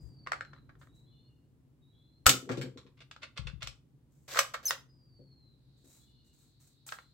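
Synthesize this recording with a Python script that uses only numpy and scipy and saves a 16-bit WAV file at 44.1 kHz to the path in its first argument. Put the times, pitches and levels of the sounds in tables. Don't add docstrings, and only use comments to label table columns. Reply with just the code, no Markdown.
import sys
import numpy as np
from scipy import signal
from scipy.fft import rfft, irfft, next_fast_len
from scipy.io import wavfile
from scipy.ndimage import uniform_filter1d

SR = 44100
rng = np.random.default_rng(int(sys.argv[2]) if len(sys.argv) > 2 else 0)


def master(y):
    cut = np.clip(np.atleast_2d(y).T, -1, 1)
    pcm = np.round(cut * 32767)
    wavfile.write(sys.argv[1], SR, pcm.astype(np.int16))


N = 314433
TIME = np.arange(N) / SR
HIT = 2 * SR // 5


def undb(db):
    return 10 ** (np.asarray(db) / 20)


def curve(rows):
    s, *columns = np.transpose(rows)
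    return [np.interp(TIME, s, c) for c in columns]


def along(points, hz):
    f, value = np.transpose(points)
    return np.interp(np.log(hz + 1), np.log(f), value)


def unit(x):
    return x / np.sqrt(np.mean(x ** 2))


def unit_peak(x):
    return x / np.sqrt(uniform_filter1d(x ** 2, 132).max(axis=1, keepdims=True))


def wander(size, smooth):
    return unit(uniform_filter1d(rng.standard_normal(size), smooth))


def pan(db):
    return undb(np.array([[db], [-db]]) / 2)


def add(track, s, x):
    i = int(s * SR)
    track[:, i:i + x.shape[1]] += x[:, :N - i]


def mic_noise(alike_hz, size):
    padded = next_fast_len(size)
    noise = rfft(rng.standard_normal((3, padded)))
    shared = 1 / (1 + np.arange(padded // 2 + 1) * SR / padded / alike_hz)
    return irfft(np.sqrt(shared) * noise[0] + np.sqrt(1 - shared) * noise[1:], padded)[:, :size]


def colour(x, points, tilt_db=0, size=1024):
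    hz = np.arange(size // 2 + 1) * SR / size
    db = along(points, hz) + tilt_db * np.log2(np.maximum(hz / 3500, 1))
    cepstrum = irfft(db * np.log(10) / 20)
    cepstrum[1:size // 2] *= 2
    cepstrum[size // 2 + 1:] = 0
    response = irfft(np.exp(rfft(cepstrum)))
    return signal.fftconvolve(x, response[None], axes=1)[:, :x.shape[1]]


def resonate(x, modes, damping=1, stretch=1):
    return sum(undb(db) * signal.lfilter(*signal.iirpeak(hz * stretch, hz / (width * damping), SR), x)
               for hz, width, db in modes)


def contact(t60, alike_hz, rise_s=0.0009):
    t = TIME[:HIT]
    return mic_noise(alike_hz, HIT) * (1 - np.exp(-t / rise_s)) * undb(-60 * t / t60)


def slips(per_s, scatter_db, slip_s):
    starts = rng.random(N) < per_s / SR
    sizes = undb(scatter_db * np.clip(rng.standard_normal(N), -2, 2))
    envelope = signal.lfilter([1], [1, -np.exp(-1 / (slip_s * SR))], starts * sizes)
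    return envelope * mic_noise(1600, N)


def swell(x, strokes, attack_share, release_s, db_per_s=0):
    envelope = 0
    for s, length, db in strokes:
        past_end = TIME - s - length
        attack = np.clip((TIME - s) / (attack_share * length), 0, 1)
        shape_db = db_per_s * np.clip(past_end, -length, 0) - 60 * np.maximum(past_end, 0) / release_s
        envelope = envelope + attack * undb(db + shape_db)
    return unit(x) * envelope


# f/Hz, relative level/dB
DRONE_SPECTRUM = [(20, -30), (45, -14), (65, -6), (95, -11.5), (133, 2), (180, -15.5), (270, -13),
                  (400, -22), (650, -34), (1000, -37), (2000, -49), (8000, -70)]
# t/s, level/dB
DRONE_LEVEL = [(0, -55.5), (.9, -59), (1.4, -63), (1.9, -63), (3.1, -64), (5.2, -61.5), (7.13, -67.5)]
# f/Hz, relative level/dB
HISS_SPECTRUM = [(100, 6), (1500, 7), (4000, 4.5), (6000, 1), (8000, 2.5), (10000, 0), (16000, 0)]


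def room_tone(hiss_db=-84.3):
    drone = unit(colour(mic_noise(720, N), DRONE_SPECTRUM, size=8192))
    hiss = unit(colour(rng.standard_normal((2, N)), HISS_SPECTRUM))
    return drone * undb(curve(DRONE_LEVEL)[0]) * pan(1) + undb(hiss_db) * hiss


# t/s into it, length/s, first f/Hz, last f/Hz, relative level/dB
BIRD_NOTES = [(0, .68, 5020, 3920, 1), (.95, .42, 3800, 4327, -2), (1.123, .17, 3380, 3620, -2.5),
              (1.182, 0.29, 2960, 2830, -11), (1.88, .39, 3780, 4198, -3.5), (1.99, .17, 3340, 3525, -4.5)]
# t/s, level/dB
BIRD_SONGS = [(-.07, -73.5), (4.88, -74.5)]


def bird(fade_s=0.02, waver_hz=55, flutter_db=2.5, echo_t60=.5):
    song = np.zeros((1, N))
    for start, song_db in BIRD_SONGS:
        for s, length, first_hz, last_hz, db in BIRD_NOTES:
            t = TIME - start - s
            t = t[(t > 0) & (t < length)]
            waver, flutter = wander(SR, 150)[:len(t)], wander(SR, 1200)[:len(t)]
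            hz = first_hz + (last_hz - first_hz) * t / length + waver_hz * waver
            fade = np.minimum(np.minimum(t, length - t) / fade_s, 1)
            level = fade * undb(song_db + db + flutter_db * flutter)
            add(song, max(start + s, 0), level * np.sin(2 * np.pi * np.cumsum(hz) / SR)[None])
    echoes = unit(mic_noise(2500, HIT) * undb(-60 * TIME[:HIT] / echo_t60)) / np.sqrt(HIT)
    return song * pan(2) + signal.fftconvolve(song, echoes, axes=1)[:, :N]


# t/s, length/s, level/dB
FINGER_STROKES = [(0, .08, -77.5), (0.785, 0.046, -76), (0.94, 0.029, -78), (4.097, 0.2, -80.5),
                  (5.762, 0.087, -81.5), (5.837, 0.17, -67), (6.244, .025, -74.5), (6.319, 0.15, -74.5),
                  (6.593, 0.086, -69.5), (6.864, 0.0055, -49.5), (6.912, 0.0027, -65)]
# f/Hz, relative level/dB
FOAM_SPECTRUM = [(300, -10), (1500, -9), (3000, -13), (5500, -7), (7000, 1), (8400, 0), (9500, -12),
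                 (12000, -8), (16000, -9)]


def fingers():
    friction = colour(slips(1485, scatter_db=2.5, slip_s=0.0036), FOAM_SPECTRUM)
    return swell(friction, FINGER_STROKES, attack_share=0.163, release_s=0.31)


def thuds(rows, modes, push_s, gap_s, loss_db):
    out = np.zeros((2, N))
    soft = signal.butter(3, [.7 * modes[0][0], modes[-1][0]], "bandpass", fs=SR, output="sos")
    for s, db in rows:
        for k in range(3):
            push = signal.sosfilt(soft, contact(push_s, alike_hz=3020))
            late = k * gap_s * (1 + rng.uniform(-.17, .17))
            add(out, s + late, undb(db - k * loss_db) * unit_peak(resonate(push, modes)))
    return out


# t/s, level/dB
HANDLING_BUMPS = [(0.03, -49.5), (3.39, -40.5), (3.452, -43.5), (3.53, -45), (3.63, -49), (3.685, -58.5)]
# f/Hz, width/Hz, relative level/dB
MOUNT_MODES = [(60, 16, 0), (112, 22, -3), (150, 30, -15)]


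def handling():
    return thuds(HANDLING_BUMPS, MOUNT_MODES, push_s=0.032, gap_s=0.025, loss_db=5) * pan(21.5)


def clacks(rows, modes, knock_db, crack_db, loose_s, pan_db, knock_room_db, crack_room_db):
    direct, feed = np.zeros((2, 2, N))
    radiation = signal.butter(2, [modes[0][0], modes[-1][0]], "bandpass", fs=SR, output="sos")
    snap = undb(5.5) * signal.unit_impulse(HIT)
    for s, body_db, edge_db, chatter_s in rows:
        push = contact(chatter_s, alike_hz=700)
        damping = np.clip(loose_s / chatter_s, 1, 3)
        body = resonate(push + snap, modes, damping, stretch=1 + rng.uniform(-.025, .025))
        knock = undb(body_db + knock_db) * unit_peak(signal.sosfilt(radiation, body))
        edge = undb(crack_db) * crack(push, edge_db)
        add(direct, s, (knock + edge) * pan(pan_db))
        add(feed, s, knock * undb(knock_room_db) + edge * undb(crack_room_db))
    return direct, feed


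# f/Hz, relative level/dB
CRACK_SPECTRUM = [(300, -29.5), (1200, -21), (2000, -8), (2500, -0.5), (3000, 0.5), (4500, 1), (6000, -1),
                  (8000, 0.5), (9600, -16.5), (11700, -6), (13600, -12), (16000, -13)]


def crack(push, db):
    return undb(db) * unit_peak(colour(push, CRACK_SPECTRUM, tilt_db=8 + 0.44 * db))


# loading, firing (2.26 s), slack trigger (3.1 s), cocking (4.3 s), reloading (6.9 s).
# t/s, relative knock level/dB, relative crack level/dB, chatter/s
PISTOL_BLOWS = [(0.264, -46.5, -61.5, .008), (0.2714, -34, -47.5, 0.011), (0.3186, -26, -39.5, 0.013),
                (0.3315, -32, -48.5, 0.015), (0.409, -31, -48, 0.0078), (0.4493, -52, -58, 0.0072),
                (0.533, -51, -62, 0.022), (0.692, -55.5, -72, 0.054), (0.813, -58, -67.5, 0.087),
                (2.2585, -27.5, -31.5, .039), (2.2643, -12.5, -14, 0.03), (2.277, -30.5, -47, 0.071),
                (2.292, -29, -17, 0.042), (3.112, -49, -47.5, 0.018), (3.163, -49, -58, 0.011),
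                (3.375, -64, -45.5, 0.013), (3.499, -49.5, -55, 0.0071), (3.6285, -45, -40, 0.021),
                (3.672, -43, -39, 0.017), (4.346, -37, -47.5, .012), (4.358, -33.5, -50.5, 0.052),
                (4.37, -26.5, -35, .035), (4.3893, -18.5, -21, 0.02), (4.5405, -32, -41, 0.057),
                (4.7075, -23.5, -28.5, 0.0097), (6.8887, -48.5, -46.5, 0.021),
                (6.9216, -35.5, -44.5, 0.025), (6.987, -44, -53.5, 0.0053)]
# f/Hz, width/Hz, relative level/dB
SHELL_MODES = [(570, 150, -4.5), (785, 320, -13.5), (1150, 110, -11.5), (1240, 110, -7), (1287, 77, 0.5),
               (1406, 150, 1.5), (1600, 120, -1.5), (1830, 100, -4.5), (2150, 230, -11)]


def pistol():
    return clacks(PISTOL_BLOWS + dart_rattle(), SHELL_MODES, knock_db=1.5, crack_db=3, loose_s=0.02,
                  pan_db=0.5, knock_room_db=-6, crack_room_db=-3.5)


# t/s, length/s, relative level/dB
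RATTLE_SPANS = [(0.293, 0.081, -59), (0.439, 0.17, -59.5), (.69, 0.21, -62.5), (6.871, 0.12, -57)]


def dart_rattle(count=4, scatter_db=3, crack_below_db=13, chatter_s=0.012):
    ticks = []
    for s, length, db in RATTLE_SPANS:
        for when, size in rng.random((count, 2)):
            knock_db = db + scatter_db * (2 * size - 1)
            ticks.append((s + length * when, knock_db, knock_db - crack_below_db, chatter_s))
    return ticks


# f/Hz, relative level/dB, t60/s
SPRING_MODES = [(1384, -5, .24), (2260, -8, .3), (3191, -7, .3), (3565, -3, .2), (3984, -3, .2),
                (4440, -5, .2), (5190, -6, .2), (5785, -5, .18), (6185, -4, .2), (6634, -5, .22),
                (7220, 0, .18), (7465, -2, .2), (7921, -4, .16), (8041, -1, .14), (11330, -15, .17),
                (15384, -8, .13)]


def shot(s=2.2643, ring_db=-26, puff_db=-18, puff_hz=72, puff_t60=0.053):
    ring, puff = np.zeros((2, 2, N))
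    t = TIME[:HIT]
    coils = sum(undb(db - 60 * t / t60) * np.sin(2 * np.pi * (hz * t + rng.random((2, 1))))
                for hz, db, t60 in SPRING_MODES)
    add(ring, s, undb(ring_db) * unit_peak(coils))
    add(puff, s, undb(puff_db - 60 * t / puff_t60) * np.sin(2 * np.pi * puff_hz * t) * pan(7))
    return ring, puff


# t/s, level/dB
TABLE_THUDS = [(2.272, -31), (2.298, -30.5), (2.335, -40.5), (2.424, -45), (2.473, -44), (2.495, -30.5),
               (2.572, -32.5), (2.635, -38), (2.757, -45.5), (2.85, -55), (5.19, -52.5), (5.84, -60)]
# f/Hz, width/Hz, relative level/dB
TABLE_MODES = [(136, 22, 0), (195, 30, -10), (264, 30, -2), (345, 50, -3), (455, 60, -5)]


def table():
    return thuds(TABLE_THUDS, TABLE_MODES, push_s=0.081, gap_s=0.026, loss_db=7) * pan(2.5)


# t/s, relative knock level/dB, relative crack level/dB, chatter/s
PIN_BLOWS = [(2.4915, -35, -38, 0.014), (2.515, -43.5, -35.5, .02), (2.572, -52.5, -39, 0.017),
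             (2.6135, -40, -32.5, 0.0086), (2.624, -62, -44, 0.011), (2.7738, -54, -43, 0.01),
             (2.865, -63, -54.5, 0.009)]
# f/Hz, width/Hz, relative level/dB
PIN_MODES = [(730, 290, -1), (1115, 140, 11), (1355, 53, 9), (1550, 250, 4.5), (1830, 250, -4)]


def pins():
    return clacks(PIN_BLOWS, PIN_MODES, knock_db=-3.5, crack_db=-8.85, loose_s=0.018,
                  pan_db=2.5, knock_room_db=6.5, crack_room_db=5)


# t/s, length/s, level/dB
GRIP_CREAKS = [(2.965, 0.06, -56), (3.211, 0.039, -47.5), (3.359, 0.023, -41.5), (3.46, 0.023, -42),
               (3.603, 0.029, -42.5), (3.661, 0.004, -48)]
# f/Hz, width/Hz, relative level/dB
GRIP_MODES = [(580, 210, -2.5), (1180, 130, 0), (1470, 350, 2), (2130, 290, 2), (2644, 360, 5),
              (3430, 190, 3), (4210, 130, -1)]


def grip_creak(top_hz=5500):
    joints = resonate(slips(470, scatter_db=6, slip_s=0.0031), GRIP_MODES)
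    dulled = signal.sosfilt(signal.butter(2, top_hz, fs=SR, output="sos"), joints)
    return swell(dulled, GRIP_CREAKS, attack_share=1, release_s=0.025)


# t/s, length/s, level/dB at the stop
SLIDE_STROKES = [(4.278, 0.11, -37.5), (4.537, 0.0073, -45), (4.628, 0.11, -45)]
# f/Hz, relative level/dB
RAIL_SPECTRUM = [(200, -20.5), (550, 3.5), (850, -3.5), (1350, 1), (2600, -1.5), (6000, -2), (8200, -6.5),
                 (9600, -20), (12000, -10.5), (16000, -15)]


def slide():
    rasp = colour(slips(5500, scatter_db=5, slip_s=0.0011), RAIL_SPECTRUM)
    return swell(rasp, SLIDE_STROKES, attack_share=0.023, release_s=0.023, db_per_s=121)


# t/s, slip rate f/Hz, level/dB, roughness/0-1
SQUEAK_PATH = [(4.653, 6000, -50, .3), (4.656, 6130, -30.5, .25), (4.671, 6260, -28, .15),
               (4.677, 5800, -35, .6), (4.683, 5150, -30, .5), (4.703, 5100, -35.5, .9),
               (4.713, 4970, -46, 1)]


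def slide_squeak(wobble=0.0426, octave_db=-7):
    hz, db, rough = curve(SQUEAK_PATH)
    slip_hz = hz * (1 + wobble * rough * wander(N, 24))
    phase = 2 * np.pi * (np.cumsum(slip_hz) / SR + rng.random((2, 1)))
    tone = np.sin(phase) + undb(octave_db) * (1 - rough) * np.sin(2 * phase)
    scrape = unit(np.diff(rng.standard_normal((2, N + 1))))
    sliding = (TIME > SQUEAK_PATH[0][0]) & (TIME < SQUEAK_PATH[-1][0])
    return (np.sqrt(1 - rough ** 2) * unit(tone) + rough * scrape) * undb(db) * sliding


def far_chorus(s=5.45, length_s=4.6, db=-76, hz=4050, width_hz=900):
    band = [(hz, width_hz, 0)]
    haze = resonate(resonate(rng.standard_normal((2, N)), band), band)
    return swell(haze, [(s, length_s, db)], attack_share=0.073, release_s=0.95)


# f/Hz, t60/s
ROOM_DECAY = [(100, .36), (400, .3), (1500, .25), (5000, .25), (9000, .235), (16000, .2)]


def room(feed, first_s=.002, build_s=0.0029, early_db=3, early_t60=.07):
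    t, hz = TIME[:HIT], np.arange(HIT // 2 + 1) * SR / HIT
    noise, response = rfft(mic_noise(2500, HIT)), 0
    early = undb(early_db - 60 * t / early_t60)
    for centre, t60 in ROOM_DECAY:
        band = along([(f, f == centre) for f, _ in ROOM_DECAY], hz)
        response = response + irfft(noise * band, HIT) * (early + undb(-60 * t / t60))
    onset = np.clip((t - first_s) / build_s, 0, 1)
    response = unit(response * onset) / np.sqrt(HIT)
    return signal.fftconvolve(feed, response, axes=1)[:, :N]


def scene():
    pistol_direct, pistol_feed = pistol()
    pins_direct, pins_feed = pins()
    ring, puff = shot()
    squeak = slide_squeak()
    near = fingers() + ring + table() + grip_creak() + slide()
    direct = handling() + pistol_direct + puff + pins_direct + near + squeak
    reflections = room(pistol_feed + pins_feed + undb(-4) * near + undb(-9) * squeak)
    return direct + reflections + room_tone() + bird() + far_chorus()


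def record(dry):
    return signal.sosfilt(signal.ellip(10, .2, 70, 16000, fs=SR, output="sos"), np.tanh(dry))


dry = scene()
out = record(dry)
master(out)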